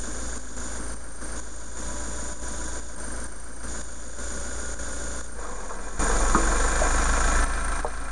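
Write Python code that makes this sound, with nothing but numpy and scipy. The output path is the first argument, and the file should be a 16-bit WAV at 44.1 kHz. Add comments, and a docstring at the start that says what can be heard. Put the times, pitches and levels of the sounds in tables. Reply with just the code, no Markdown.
"""A four-cylinder diesel tractor idles in a yard, 8 m from a small camera and its microphone.
From the start firing pulses drive its exhaust, drone, clatter and panels; the camera adds hiss, flickering fizz
and an on-off buzz, and the overall level jumps in steps. From 1.2 s shaped sines and noise clank the tiller.
At 5.35 s the clutch bites: the engine lugs and chuffs, and noise bursts chatter the linkage.
From 6.4 s the tractor backs toward the microphone and its engine grows louder."""
import sys
import numpy as np
from scipy import signal
from scipy.fft import rfft, irfft, next_fast_len
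from scipy.io import wavfile
from scipy.ndimage import uniform_filter1d, map_coordinates

SR = 44100
rng = np.random.default_rng(int(sys.argv[2]) if len(sys.argv) > 2 else 0)


def transcribe(signal):
    """Save signal, clipped to [-1, 1], as a 16-bit WAV file at the path in sys.argv[1]."""
    frames = np.atleast_2d(signal).T
    limited = np.clip(frames, -1, 1)
    pcm = np.round(limited * 32767).astype(np.int16)
    wavfile.write(sys.argv[1], SR, pcm)


N = 357651

# engine speed at idle, dragged down by the clutch, recovering: time_s [s], firing_rate [firings/s]
ENGINE_SPEED = [(0, 27.9), (3.9, 28.25), (4.2, 28.75), (5.33, 28.7), (5.5, 22), (5.9, 21.2), (6.42, 22.4),
                (6.7, 26.2), (7.2, 27.1), (8.11, 27.4)]
# exhaust orders: multiple [of firing rate], idle_level_db [dB], load_level_db [dB]
EXHAUST_ORDERS = [(1, -4.5, -1.5), (2, -2.5, -5), (3, -17, -22), (4, -25, -25), (5, -30, -32),
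                  (6, -25, -28)]
# strength of each cylinder in firing order: level_db [dB]
CYLINDER_DB = [0.9, 2.5, 0.5, 1]
# low rumble spectrum: freq_hz [Hz], level_db [dB per Hz]
RUMBLE_SPECTRUM = [(10, -3), (35, 0), (60, -4), (100, -15), (200, -24)]
# body drone spectrum: freq_hz [Hz], level_db [dB per Hz]
DRONE_SPECTRUM = [(70, -34), (110, -11), (150, -3.5), (200, 6.5), (310, -3), (400, 1.5), (480, -8.5),
                  (700, -6)]
# diesel clatter spectrum at idle: freq_hz [Hz], level_db [dB per Hz]
IDLE_SPECTRUM = [(300, -12), (430, -2), (530, 3), (680, -4), (900, -3), (1150, -2.5), (1350, 0),
                 (1580, 2.5), (1720, -3), (1880, -10.5), (2300, -12), (2900, -43), (5000, -9)]
# diesel clatter spectrum under load: freq_hz [Hz], level_db [dB per Hz]
LOAD_SPECTRUM = [(300, -13), (470, -9.5), (720, 2), (930, -2), (1080, 6), (1200, -2.5), (1330, 9.5),
                 (1480, 1), (1600, 7.5), (1840, -9), (1980, -2.5), (2100, -8.5), (2400, -9.5),
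                 (2900, -23.5)]
# injector tick spectrum: freq_hz [Hz], level_db [dB per Hz]
INJECTOR_SPECTRUM = [(1500, -9), (2400, 3.5), (3000, 4.5), (3800, 10), (4800, 8.5), (6500, 3.5),
                     (8000, 2.5), (11000, -6)]
# thin panel resonances: pitch_hz [Hz], width_hz [Hz], idle_level_db [dB], load_level_db [dB]
PANEL_MODES = [(253, 10, -3, -14), (278, 16, -3, -2), (310, 24, 3, -4), (517, 12, -2, -12),
               (543, 10, -12, -1), (590, 18, -1, -10), (680, 12, -14, -3), (743, 10, -14, -5),
               (995, 24, -6, -6), (1110, 20, -11, -3), (1335, 14, -10, -2), (1437, 14, -8, -8),
               (1570, 45, -6, -3), (1757, 9, -18, 1), (1980, 16, -24, -9), (2400, 16, -28, -6)]
# engine orders that hum for a while: start_s [s], end_s [s], multiple [of firing rate], level_db [dB]
ORDER_HUMS = [(-.6, 1.1, 9, -51), (-.6, 5.5, 11, -52), (1.4, 3.3, 21, -50), (1.2, 3.1, 35, -50.5),
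              (3.9, 5.5, 10, -53), (3.9, 5.5, 14, -54), (3.9, 5.5, 20, -51), (4, 5.5, 50, -49.5),
              (6.8, 8.4, 10, -51)]
# camera hiss spectrum: freq_hz [Hz], level_db [dB per Hz]
HISS_SPECTRUM = [(1800, -15), (2600, -5.5), (3500, -2.5), (5200, -5), (6000, 8.5), (6700, 6.5), (7400, 7),
                 (7950, -9.5), (8600, 11), (9800, -1.5), (10500, -1), (11400, -12.5)]
# camera fizz spectrum: freq_hz [Hz], level_db [dB per Hz]
FIZZ_SPECTRUM = [(7900, -41), (8400, -38), (8600, -6.5), (8850, 1.5), (9050, -4.5), (9350, -18.5),
                 (10000, -19), (11000, -31)]
# spectrum of the noise within the buzz: freq_hz [Hz], level_db [dB per Hz]
BUZZ_NOISE_SPECTRUM = [(2200, -17), (3200, -13), (3520, -0.5), (3900, -9), (5200, -10.5), (5850, 1.5),
                       (6200, -12.5), (6650, 8), (7300, -7.5), (7900, -49), (10100, -24), (10550, -4.5),
                       (11400, -28)]
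# ringing of the electrical buzz: pitch_hz [Hz], width_hz [Hz], level_db [dB]
BUZZ_RING_MODES = [(6555, 60, -8), (6780, 55, -3), (7025, 85, 0)]
# when the buzz is on: start_s [s], end_s [s]
BUZZ_TIMES = [(-.1, .79), (1.36, 2.95), (3.68, 5.27), (5.39, 5.76), (5.81, 7.405)]
# ringing of the tiller's steel: pitch_hz [Hz], level_db [dB], t60_s [s]
STEEL_MODES = [(194, -2, 0.22), (242, -16, 0.052), (334, 7.5, 0.65), (395, 11, 0.15), (474, 17.5, 0.16),
               (567, -16, 0.15), (625, 16, 0.097), (742, 5, 0.27), (850, -23, 0.11), (870, -42, 0.023),
               (1069, 14, 0.17), (1056, -14, 0.09), (1232, 18, 0.18), (1390, 17, 0.05), (1630, -9, .06)]
# tiller clanks: start_s [s], level_db [dB], centre_hz [Hz], spread_oct [octaves], contact_noise_s [s]
TILLER_CLANKS = [(1.217, -28.5, 1560, .08, .06), (1.565, -33, 470, .3, .12), (5.445, -22, 1000, .8, .1),
                 (5.585, -26, 750, .8, .12), (5.705, -20, 800, .8, .14), (6.099, -23, 700, 1.4, .05),
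                 (6.348, -13.5, 1200, .4, .036), (6.35, -19, 240, .6, .06), (6.384, -27, 400, 1, .07),
                 (6.487, -26.5, 700, .3, .08), (6.817, -17.5, 700, .22, .05), (7.175, -26.5, 600, .7, .08),
                 (7.555, -27, 520, .5, .08), (7.846, -7.7, 720, .42, .034)]
# linkage chatter spectrum: freq_hz [Hz], level_db [dB per Hz]
LINKAGE_SPECTRUM = [(250, -12), (400, -7), (480, 9.5), (580, -3.5), (740, -1.5), (880, -3), (1040, 4.5),
                    (1200, -5), (1600, -16.5), (2500, -22)]
# the overall level drops to half: start_s [s], end_s [s]
LEVEL_DIPS = [(.38, .565), (.945, 1.212), (1.402, 1.77), (2.335, 2.42), (2.8, 2.98), (3.27, 3.63),
              (3.82, 4.185), (4.745, 4.79), (5.215, 5.993), (7.81, 8.2)]
# the overall level doubles: start_s [s], end_s [s]
LEVEL_BOOSTS = [(5.993, 7.445)]

# the clutch hands over a share of the load as it bites (s), the rest during the pull (s)
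CLUTCH_S, BITE_S, BITE_SHARE, PULL_S = 5.35, 0.045, 0.55, 1.8
# the tractor starts to roll, its first distance from the microphone, its speed
ROLL_S, DISTANCE_M, ROLL_M_PER_S = 6.4, 8, 1.1
# engine layers before the approach: idle level (dB), rise at full load (dB), rise per firing/s lost (dB)
EXHAUST_DB, EXHAUST_LOAD_DB, EXHAUST_LUG_DB = -35.3, 5.6, 0.3
RUMBLE_DB, RUMBLE_LOAD_DB, RUMBLE_LUG_DB = -47.2, 4, 0.35
DRONE_DB, DRONE_LOAD_DB, DRONE_LUG_DB = -45, -2, 0.8
CLATTER_DB, CLATTER_LOAD_DB = -42, 6
# each chug leaves the pipe this share of a firing period after its knock
EXHAUST_LAG = 0.363
# one hard chuff as the clutch bites: peak rise, time from bite to peak
CHUFF_DB, CHUFF_S = 5, 0.039
# a longer contact starts more softly: attack time over contact length
ATTACK_SHARE = 0.022
LINKAGE_DB, LINKAGE_SETTLE_DB_PER_S = -35.5, 5
# size of a level step, upper limit of the sound, resting value of the converter (full scale = 1)
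STEP_DB, TOP_HZ, OFFSET = 6, 11550, -0.028


def amp(db):
    """Decibels to gain."""
    return 10 ** (np.asarray(db) / 20)


def unit(x):
    """Scale to rms 1."""
    return x / np.sqrt(np.mean(x ** 2) + 1e-20)


def clock():
    """The time of each sample in seconds."""
    return np.arange(N) / SR


def wobble(rate):
    """A smooth random curve with rate knots a second."""
    return map_coordinates(rng.standard_normal(int(N * rate / SR) + 4), [clock() * rate])


def ramp(start, length):
    """Rises evenly from 0 to 1, start and length in seconds."""
    return np.clip((clock() - start) / length, 0, 1)


def during(spans, size):
    """1 inside the (start_s, end_s) spans and 0 outside, with edges of size samples."""
    inside = sum(1.0 * ((clock() > start) & (clock() < end)) for start, end in spans)
    return uniform_filter1d(inside, size=size)


def filtered(x, response):
    """x times a response of frequency."""
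    m = next_fast_len(N + SR // 2)
    return irfft(rfft(x, m) * response(np.fft.rfftfreq(m, 1 / SR)), m)[..., :N]


def coloured(x, spectrum):
    """x shaped by (freq_hz, level_db) points with closed ends, at rms 1."""
    freq, db = np.transpose(spectrum)

    def response(hz):
        return amp(np.interp(np.log(hz + 1), np.log(freq), db, left=-120, right=-120))

    return unit(filtered(x, response))


def resonant(x, modes):
    """x through (pitch_hz, width_hz, level_db) resonances with steepened skirts, at rms 1."""
    def response(f):
        total = 0
        for centre, width, db in modes:
            peak = 1j * f * width / (centre ** 2 - f ** 2 + 1j * f * width)
            skirt = 1 + ((f - centre) / (6 * width)) ** 2
            total = total + amp(db) * peak / skirt
        return total

    return unit(filtered(x, response))


def bursts(cycles, decay, base):
    """Noise that flares once a cycle and dies to a base level; decay in cycles."""
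    return rng.standard_normal(N) * (base + np.exp(-(cycles % 1) / decay))


def knocking(firings, decay, base, repeat, scatter_db):
    """Each cylinder knocks with a ring of its own; repeat is its power share against unrepeated rattle."""
    number = firings.astype(int)
    starts = np.flatnonzero(np.diff(number)) + 1
    cylinder = np.arange(number[-1] + 1) % len(CYLINDER_DB)
    scatter = scatter_db * rng.standard_normal(len(cylinder))
    strength = amp(np.array(CYLINDER_DB)[cylinder] + scatter)
    age = np.arange(SR // 10) * firings[-1] / N  # in firings
    rings = np.zeros(N)
    for c in range(len(CYLINDER_DB)):
        own = starts[cylinder[number[starts]] == c]
        blows = np.bincount(own, strength[number[own]], N)
        ring = rng.standard_normal(len(age)) * np.exp(-age / decay)
        rings += signal.fftconvolve(blows, ring)[:N]
    rattle = strength[number] * bursts(firings, decay, base)
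    return np.sqrt(repeat) * unit(rings) + np.sqrt(1 - repeat) * unit(rattle)


def engine_load():
    """Load 0-1: a jump as the clutch bites, then a steady climb."""
    jump = BITE_SHARE * ramp(CLUTCH_S, BITE_S)
    return jump + (1 - BITE_SHARE) * ramp(CLUTCH_S + BITE_S, PULL_S)


def exhaust(firings, load, lug):
    """The lowest orders of the firing rate; uneven cylinders make them lope once an engine cycle."""
    orders = np.zeros(N)
    for k, idle_db, load_db in EXHAUST_ORDERS:
        lag = (k - 1) * (k - 2)  # radians: the pipe delays the higher orders and rounds each chug
        level = idle_db + load * (load_db - idle_db) + 0.5 * wobble(7.9)
        orders += amp(level) * np.cos(2 * np.pi * k * firings - lag)
    lope = 1 + 0.1 * np.cos(2 * np.pi * firings / len(CYLINDER_DB)) + 0.08 * wobble(14)
    chuff = np.exp(-((clock() - CLUTCH_S) / CHUFF_S - 1) ** 2)
    level_db = EXHAUST_DB + EXHAUST_LOAD_DB * load + EXHAUST_LUG_DB * lug + CHUFF_DB * chuff
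    return np.sqrt(2) * amp(level_db) * orders * lope


def rumble(load, lug):
    """Steady low noise that grows with load and as the engine slows."""
    level_db = RUMBLE_DB + RUMBLE_LOAD_DB * load + RUMBLE_LUG_DB * lug
    return amp(level_db) * coloured(rng.standard_normal(N), RUMBLE_SPECTRUM)


def drone(firings, load, lug):
    """The body drones as slowly dying knocks overlap."""
    knocks = knocking(firings, decay=1.3, base=1.8, repeat=0.56, scatter_db=0.66)
    level_db = DRONE_DB + DRONE_LOAD_DB * load + DRONE_LUG_DB * lug
    return amp(level_db) * coloured(knocks, DRONE_SPECTRUM)


def clatter(firings, load):
    """Combustion knocks shift to a harder, brighter clatter under load, with injector ticks on top."""
    soft = knocking(firings, decay=1.53, base=1.4, repeat=0.65, scatter_db=0.37)
    hard = knocking(firings, decay=0.75, base=0.95, repeat=0.65, scatter_db=0.4)
    # valves and pistons strike again halfway between the firings
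    hard += 0.6 * unit(bursts(2 * firings, decay=1.0, base=0.24))
    idle = np.sqrt(1 - load) * coloured(soft, IDLE_SPECTRUM)
    loaded = np.sqrt(load) * coloured(hard, LOAD_SPECTRUM)
    injection = knocking(firings, decay=0.42, base=0.32, repeat=0.2, scatter_db=1.2)
    ticks = amp(-13.3) * load * coloured(injection, INJECTOR_SPECTRUM)
    return amp(CLATTER_DB + CLATTER_LOAD_DB * load) * (idle + loaded + ticks)


def panels(firings, load):
    """The knocks shake thin panels into resonance, in one balance at idle and another under load."""
    shake = knocking(firings, decay=1.0, base=0.62, repeat=0.75, scatter_db=1.44)
    pitch, width, idle_db, load_db = np.transpose(PANEL_MODES)
    idle = amp(-46.5) * np.sqrt(1 - load) * resonant(shake, np.c_[pitch, width, idle_db])
    loaded = amp(-40.5) * load * resonant(shake, np.c_[pitch, width, load_db])
    return idle + loaded


def hums(firings):
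    """Single engine orders swell out of the clatter, waver and sink back."""
    out = np.zeros(N)
    for start, end, multiple, db in ORDER_HUMS:
        swell = np.sqrt(np.abs(np.sin(np.pi * ramp(start, end - start))))
        level = swell * amp(db + 2 * wobble(10))
        out += level * np.cos(2 * np.pi * multiple * firings + 0.3 * wobble(12))
    return np.sqrt(2) * out


def tractor():
    """One slightly unsteady count of firings drives every engine layer except the rumble noise."""
    time_s, rate = np.transpose(ENGINE_SPEED)
    speed = np.interp(clock(), time_s, rate)
    firings = np.cumsum(speed * (1 + 0.001211 * wobble(6))) / SR
    load = engine_load()
    lug = np.maximum(speed[0] - speed, 0)  # firings per second lost
    low = exhaust(firings - EXHAUST_LAG, load, lug) + rumble(load, lug) + drone(firings, load, lug)
    return low + clatter(firings, load) + panels(firings, load) + hums(firings)


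def nearness():
    """Gain of the engine, inverse to its distance from the microphone."""
    return DISTANCE_M / (DISTANCE_M - ROLL_M_PER_S * np.maximum(clock() - ROLL_S, 0))


def electronics():
    """Camera hiss, a fizz that flickers at the frame rate, an on-off high buzz and a faint whistle."""
    t = clock()
    frames, buzzes = 25 * t, 211.9 * t  # cycles at 25 and 211.9 Hz
    on = during(BUZZ_TIMES, size=200)
    hiss = amp(-44) * coloured(rng.standard_normal(N), HISS_SPECTRUM)
    sparks = bursts(frames, decay=0.3, base=0.2) * amp(2 * wobble(200))
    # the fizz is weaker while the buzz is on
    fizz = amp(-43.5 - 4.2 * on + 0.57 * wobble(11)) * coloured(sparks, FIZZ_SPECTRUM)
    # the buzz pulses fast and swells once in every four pulses
    swell = 1 + 0.21 * np.cos(2 * np.pi * buzzes / 4)
    pulse = 1 + 0.2 * np.sin(2 * np.pi * buzzes)
    ring = signal.hilbert(resonant(rng.standard_normal(N), BUZZ_RING_MODES))
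    steadied = ring.real / (np.abs(ring) + 1)  # evens out the strength
    whine = amp(-43) * unit(steadied * pulse * swell)
    buzz_bursts = swell * bursts(buzzes, decay=0.33, base=0.53)
    buzz_noise = amp(-46) * coloured(buzz_bursts, BUZZ_NOISE_SPECTRUM)
    whistle = amp(-62) * np.sin(2 * np.pi * 5185 * t)
    return hiss + fizz + on * (whine + buzz_noise) + whistle


def tiller():
    """Each clank rings the steel around its own centre frequency, with a short dull crack."""
    out, t = np.zeros(N + SR), np.arange(SR // 3) / SR
    pitch, mode_db, t60 = np.transpose(STEEL_MODES)[:, :, None]
    grid = np.fft.rfftfreq(len(t), 1 / SR) + 1
    for start, db, centre_hz, spread, length in TILLER_CLANKS:
        def reach(f):
            return np.exp(-0.5 * (np.log2(f / centre_hz) / spread) ** 2)

        detuned = pitch * (1 + 0.015 * rng.standard_normal(pitch.shape))
        gains = reach(pitch) * amp(mode_db + 2 * rng.standard_normal(pitch.shape))
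        tones = np.sin(2 * np.pi * (detuned * t + rng.random(pitch.shape)))
        ring = np.sum(gains * amp(-60 * t / t60) * tones, axis=0) / np.linalg.norm(gains)
        dull = reach(grid) / (1 + (grid / 1500) ** 6)
        crack = unit(irfft(rfft(rng.standard_normal(len(t))) * dull, len(t)))
        contact = crack * amp(-60 * t / length)
        attack = 1 - np.exp(-t / (ATTACK_SHARE * length))
        out[round(start * SR):][:len(t)] += amp(db) * (0.47 * ring + 0.64 * contact) * attack
    return out[:N]


def linkage():
    """Pins and chains chatter in quick, uneven bursts from the moment the clutch bites, and slowly settle."""
    contacts = np.cumsum(30 * amp(4.4 * wobble(25))) / SR  # around 30 a second
    settling = amp(LINKAGE_DB - LINKAGE_SETTLE_DB_PER_S * (clock() - CLUTCH_S))
    chatter = bursts(contacts, decay=0.4, base=0.3) * amp(1.5 * wobble(20))
    return ramp(CLUTCH_S, BITE_S) * settling * coloured(chatter, LINKAGE_SPECTRUM)


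def scene():
    """The approaching engine, the tiller and the linkage, in mono."""
    return (nearness() * tractor() + tiller() + linkage())[None]


def record(dry):
    """The camera adds its noises, the level jumps in steps, the top is cut, the converter rests off zero."""
    level_db = STEP_DB * (during(LEVEL_BOOSTS, size=60) - during(LEVEL_DIPS, size=60))
    stepped = (dry + electronics()) * amp(level_db)
    return OFFSET + filtered(stepped, lambda hz: hz < TOP_HZ)


dry = scene()
out = record(dry)
transcribe(out)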